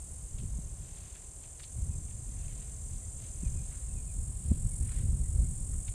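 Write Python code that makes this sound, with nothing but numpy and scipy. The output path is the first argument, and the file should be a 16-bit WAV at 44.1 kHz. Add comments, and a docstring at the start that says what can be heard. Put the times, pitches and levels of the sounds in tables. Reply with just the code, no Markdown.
"""Two near cicadas throb in dry bushland: trains of tymbal clicks excite the resonances of their bodies.
Behind them lie a far chorus and a hush of shaped noise, and a thin insect whine of wavering partials.
Wind, as coloured noise and sudden pressure swings, buffets the microphone, more strongly after a lull.
A browsing elephant brushes grass and cracks dry stalks, both filtered noise bursts; a small bird gives
faint falling whistles, gliding sines with echoes. One microphone feeds both channels."""
import sys
import numpy as np
from scipy import signal
from scipy.fft import rfft, irfft
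from scipy.io import wavfile
from scipy.ndimage import uniform_filter1d

SR = 44100
rng = np.random.default_rng(int(sys.argv[2]) if len(sys.argv) > 2 else 0)


def int16_out(signal):
    """Quantize to a 16-bit WAV file."""
    q = np.round(np.clip(np.atleast_2d(signal).T, -1, 1) * 32767)
    wavfile.write(sys.argv[1], SR, q.astype(np.int16))


N = 261942
TIME = np.arange(N) / SR  # s
FREQ = np.maximum(np.arange(N // 2 + 1) * SR / N, 1)  # Hz

# Mean tempo of the near cicadas. Each row: time in seconds, throbs per second of the lower-voiced one,
# throbs per second of the higher-voiced one, tymbal clicks per second of both.
CICADA_TEMPO = [(0, 41.6, 43.4, 430), (3.2, 42.3, 43.5, 448), (3.9, 43.6, 43.5, 454), (4.8, 44, 43.7, 436),
                (5.94, 44, 44.2, 429)]


def undb(db):
    """Amplitude ratio of a level in decibels: 20 dB for each factor of ten."""
    return 10 ** (np.asarray(db) / 20)


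def unit(x):
    """Normalise to unit root-mean-square amplitude."""
    return x / np.sqrt(np.mean(x ** 2))


def curve(rows, axis=1):
    """Linear interpolation in time of one column of a table."""
    rows = np.array(rows)
    return np.interp(TIME, rows[:, 0], rows[:, axis])


def walk(rate):
    """Random modulation: normal draws, rate per second, joined by lines to a spread near 1."""
    draws = rng.standard_normal(2048)  # the last draw is held if they run out
    return 1.2 * np.interp(TIME * rate, np.arange(2048), draws)


def swell(middle, half):
    """Gaussian envelope that falls to 1/e at half seconds from its middle."""
    return np.exp(-((TIME - middle) / half) ** 2)


def colour(x, points):
    """Spectral shaping: weight x by a curve of (Hz, relative dB) points over log frequency, at rms 1."""
    hz, db = np.transpose(points)
    gain = undb(np.interp(np.log(FREQ), np.log(hz), db))
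    return unit(irfft(rfft(x) * gain, N))


def resonance(hz, width):
    """Complex response of two identical second-order resonators in cascade."""
    return (1 + 1j * (FREQ ** 2 - hz ** 2) / (FREQ * width)) ** -2


def ring(x, body):
    """Resonant filtering: the powers of the body's (Hz, width Hz, dB) resonances add; rms 1."""
    power = sum(np.abs(undb(db) * resonance(hz, width)) ** 2 for hz, width, db in body)
    return unit(irfft(rfft(x) * np.sqrt(power), N))


def thicket(x, t60):
    """Diffuse scattering from twigs and ground: dense echoes that fall by 60 dB in t60 seconds."""
    echoes = rng.standard_normal(N) * np.exp(-np.log(1000) * TIME / t60)
    return signal.fftconvolve(x, echoes / np.linalg.norm(echoes))[:N]


def air(mean_db=-61.5):
    """Broadband ambience: the soft hush of the open bush is coloured noise with a slow level drift."""
    # Spectrum of the hush. Each row: frequency in Hz, relative spectral level in dB.
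    hush_colour = [(100, 3), (300, 10), (650, 7), (1000, 1), (1500, -4.5), (2500, -5.5), (4200, -7.5),
                   (8000, -2.5), (12500, -15), (15500, -15)]
    drift_db = .4 * walk(2)
    return colour(rng.standard_normal(N), hush_colour) * undb(mean_db + drift_db)


def wind(gust_rise=0.53, buffet_cycles=0.67, burst_db=-16, burst_hz=220):
    """Turbulent pressure on the microphone: rumbling eddies, with a push and pull in each buffet."""
    # Spectrum of the eddies. Each row: frequency in Hz, relative spectral level in dB.
    wind_colour = [(10, -15.5), (20, -3), (50, 2.5), (70, 2), (100, -4), (145, -10.5), (210, -20.5),
                   (270, -28.5), (400, -37), (700, -53.5), (1500, -59), (4000, -80)]
    # Breeze that drops to a lull, then builds. Each row: time in seconds, level in dB.
    breeze = [(0, -44.5), (.7, -41.5), (1.15, -49), (1.6, -50.5), (2.05, -41.5), (3.25, -43), (5.2, -35.5),
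              (5.94, -37.5)]
    # Gusts on top of it. Each row: peak time in seconds, level in dB, 1/e fall time in seconds.
    gust_rows = [(.42, -38, .22), (1.838, -34, 0.17), (2.377, -39.5, .2), (2.9, -40.5, .16),
                 (3.482, -32.5, 0.16), (3.91, -36, 0.12), (4.19, -35, .12), (4.514, -31, 0.11),
                 (4.658, -27.5, 0.033), (4.816, -30, 0.054), (5.065, -28.5, 0.22), (5.377, -28.5, 0.13),
                 (5.72, -35.5, .15)]
    # Sudden buffets. Each row: middle in seconds, level in dB, eddy rate in Hz.
    buffets = [(.565, -27, 55), (.59, -34, 170), (1.79, -27, 85), (3.435, -27, 170), (4.517, -17, 80),
               (4.518, -19.5, 210), (5.396, -17.5, 62)]
    # Spectrum of the turbulence in a buffet. Each row: frequency in Hz, relative spectral level in dB.
    turbulence_colour = [(60, 4), (220, -2), (600, -11.5), (1000, -28), (2000, -47), (5000, -80)]

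    eddies = colour(rng.standard_normal(N) * undb(2.0 * walk(30)), wind_colour)
    # the rise takes the share gust_rise of the fall time
    gusts = [undb(db) * swell(s, length * np.where(TIME < s, gust_rise, 1))
             for s, db, length in gust_rows]
    # breeze and gusts add in power
    strength = np.linalg.norm([undb(curve(breeze))] + gusts, axis=0)
    # levelling the eddies over .12 s lets the strength alone set their size
    out = strength * eddies / np.sqrt(uniform_filter1d(eddies ** 2, int(.12 * SR)))
    turbulence = undb(burst_db) * colour(rng.standard_normal(N), turbulence_colour)
    for s, db, hz in buffets:
        # the faster the buffet, the more fine turbulence it holds
        push = np.sin(2 * np.pi * hz * (TIME - s)) + turbulence * hz / burst_hz
        # grows and decays by a factor e in buffet_cycles eddy cycles
        envelope = np.exp(-np.abs(TIME - s) * hz / buffet_cycles)
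        out = out + undb(db) * envelope * push
    return out


def whine(rate_hz=1051, jitter=0.00308, flutter_db=2.0):
    """Harmonic series of a far insect: partials share one wavering phase but flutter separately."""
    # Partials. Each row: multiple of the rate, mean rms level in dB.
    partials = [(1, -82.5), (7, -65), (8, -64), (9, -69), (10, -78), (11, -84)]
    phase = 2 * np.pi * np.cumsum(rate_hz * (1 + jitter * walk(150))) / SR
    # the root of 2 turns rms into sine amplitude
    return sum(np.sqrt(2) * undb(db + flutter_db * walk(40)) * np.sin(k * phase)
               for k, db in partials)


def far_chorus():
    """Incoherent superposition: many far cicadas merge into a shimmering band of resonant noise."""
    # Swelling and sinking of the chorus. Each row: time in seconds, level in dB.
    chorus_level = [(0, -53), (.9, -55), (2.0, -51.5), (3.7, -49.5), (5.1, -52.5), (5.55, -49), (5.94, -50)]
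    # Body resonances. Each row: frequency in Hz, width in Hz, relative gain in dB.
    chorus_body = [(7240, 280, 0.5), (7800, 210, 0.5), (8610, 1060, 1)]
    shimmer = undb(0.41 * walk(25))
    return ring(rng.standard_normal(N), chorus_body) * shimmer * undb(curve(chorus_level))


def grass(grain_db=3, relative_width=1.47):
    """Frictional noise: dry blades brushed by trunk and feet scrape in short swells of grainy noise."""
    # Brushes. Each row: middle in seconds, 1/e half length in seconds, level in dB, pitch in Hz.
    brushes = [(1.025, 0.23, -64, 2600), (2.53, 0.23, -65.5, 2380), (2.945, 0.045, -68.5, 3300),
               (3.248, 0.052, -63, 2940), (3.44, 0.094, -68.5, 2190), (3.72, 0.13, -69, 3000),
               (4.505, 0.14, -69.5, 2980), (4.94, .1, -60.5, 2030)]
    out = np.zeros(N)
    for s, half, db, hz in brushes:
        blades = rng.standard_normal(N) * undb(grain_db * walk(400))
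        band = [(hz, relative_width * hz, 0)]
        out += ring(blades, band) * undb(db) * swell(s, half)
    return out


def stalks(spread=1.0, grain_db=4, strain_db=-17, strain_s=0.028, echo_db=-11, t60=0.55):
    """Brittle fracture: fibres creak under strain, then snap in a decaying, uneven burst that rings."""
    # Breaks. Each row: snap time in seconds, direct peak in dB, pitch in Hz, 1/e decay in seconds.
    breaks = [(.384, -49, 3080, 0.041), (1.151, -48.5, 2190, .016), (1.432, -51, 2780, 0.017),
              (1.595, -45, 3900, .007), (1.598, -44.5, 2040, 0.0032), (1.633, -41, 3300, .006),
              (2.082, -55.5, 2700, .009), (2.108, -51.5, 2420, .008), (3.713, -52.5, 1650, 0.065),
              (5.731, -52, 1170, 0.015), (5.878, -45, 2640, 0.0086)]
    out = np.zeros(N)
    for s, db, hz, length in breaks:
        age = np.abs(TIME - s)
        fracture = (TIME >= s) * np.exp(-age / length)
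        strain = undb(strain_db) * np.exp(-age / strain_s)  # on both sides of the snap
        fibres = rng.standard_normal(N) * undb(grain_db * walk(330)) * (fracture + strain)
        snap = irfft(rfft(fibres) * resonance(hz, spread * hz), N)
        out += undb(db) * snap / np.abs(snap).max()
    return out + undb(echo_db) * thicket(out, t60)


def bird(distance_db=-2.5, echo_db=-9):
    """Frequency modulation: thin sine whistles and pips glide down, with faint thicket echoes."""
    # Falling whistles. Each row: start in seconds, start pitch in Hz, peak in dB before distance loss.
    slurs = [(1.89, 2680, -69), (2.38, 2750, -66), (3.42, 2620, -63), (3.545, 2620, -64), (3.87, 2780, -68),
             (3.945, 2600, -64), (4.06, 2600, -66)]
    # Short, lower pips. Each row: start in seconds, start pitch in Hz, peak in dB before distance loss.
    pips = [(2.3, 2040, -69), (3.01, 2030, -67), (4.705, 2230, -63.5), (5.23, 2010, -66.5),
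            (5.435, 2180, -66.5)]
    song = np.zeros(N)
    waver = 1 + .016 * walk(220)
    # notes, length in seconds, fall in Hz
    for notes, length, fall_hz in (slurs, .075, 270), (pips, .048, 70):
        for s, start_hz, db in notes:
            part = np.clip((TIME - s) / length, 0, 1)
            hz = (start_hz - fall_hz * part) * waver
            whistle = np.sin(2 * np.pi * np.cumsum(hz) / SR)
            song += undb(db) * np.sin(np.pi * part) * whistle
    return undb(distance_db) * (song + undb(echo_db) * thicket(song, t60=0.46))


def cicada(level_db, throbs, body, sharpness, jitter, crackle_db, scatter_db, scatter_s):
    """Forced resonance: tymbal ribs buckle in a fast, throbbing train that rings the abdomen."""
    throb_phase = 2 * np.pi * np.cumsum(throbs * (1 + .005 * walk(15))) / SR
    throb = (.5 + .5 * np.cos(throb_phase)) ** sharpness
    rate = curve(CICADA_TEMPO, axis=3) * (1 + jitter * walk(60))
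    ribs = np.cumsum(rate) / SR  # buckling cycles so far
    # each buckle is a band-limited click and a crackle that weakens through its cycle
    clicks = unit(np.sinc(((ribs + .5) % 1 - .5) * SR / rate))
    crackle = unit(np.exp(-(ribs % 1) / 1.8) * rng.standard_normal(N))
    tymbal = (clicks + undb(crackle_db) * crackle) * throb
    # twigs and ground scatter the song and soften the throbs
    scattered = undb(scatter_db) * thicket(tymbal, scatter_s)
    return ring(tymbal + scattered, body) * undb(level_db)


def near_cicadas():
    """Superposed pulse trains: two cicadas in nearby trees throb at slightly different rates."""
    # Lower voice. Each row: time in seconds, level in dB, upward shift of its resonances in Hz.
    low_song = [(0, -56.5, 168.5), (.6, -58, 20), (3.5, -54.5, -10), (4.5, -58.5, 482), (5.2, -56.5, 380.5),
                (5.94, -54.5, 249)]
    # Higher voice, louder towards the end. 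Each row: time in seconds, level in dB before surges.
    high_song = [(0, -57), (2.2, -58.5), (4.0, -55), (4.2, -51), (5.94, -49)]
    # Its brief surges of effort. Each row: middle in seconds, 1/e half length in seconds, gain in dB.
    surges = [(.08, .2, 5), (1.8, 0.087, 6), (4.768, .17, 5)]
    # Body resonances, lower voice before its shift.
    # Each row: frequency in Hz, width in Hz, relative gain in dB.
    low_body = [(4980, 230, -16), (6150, 460, -5), (6440, 300, 1.5), (7395, 920, 3.5)]
    high_body = [(7910, 1490, -4), (8710, 880, -1.5), (9400, 460, -4), (9850, 400, -8), (10370, 570, -25),
                 (10840, 80, -15), (11700, 600, -39)]

    low = cicada(curve(low_song), curve(CICADA_TEMPO), low_body, sharpness=.7, jitter=.012,
                 crackle_db=4.5, scatter_db=-9, scatter_s=.1)
    effort_db = curve(high_song) + sum(db * swell(s, half) for s, half, db in surges)
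    high = cicada(effort_db, curve(CICADA_TEMPO, axis=2), high_body, sharpness=.55, jitter=.006,
                  crackle_db=1.5, scatter_db=-10, scatter_s=.1)
    # the lower one flexes its abdomen, which retunes its resonances: a single-sideband shift
    flex = np.exp(2j * np.pi * np.cumsum(curve(low_song, axis=2)) / SR)
    return np.real(signal.hilbert(low) * flex) + high


def scene():
    """Linear superposition: the pressures of all sources add at one microphone."""
    background = air() + wind() + whine() + far_chorus()
    mono = background + grass() + stalks() + bird() + near_cicadas()
    return np.array([mono, mono])


def record(dry, top_hz=15300):
    """Band limiting: a tenth-order elliptic low-pass cuts the top steeply."""
    lowpass = signal.ellip(10, .1, 80, top_hz, fs=SR, output="sos")
    return signal.sosfilt(lowpass, dry)


dry = scene()
out = record(dry)
int16_out(out)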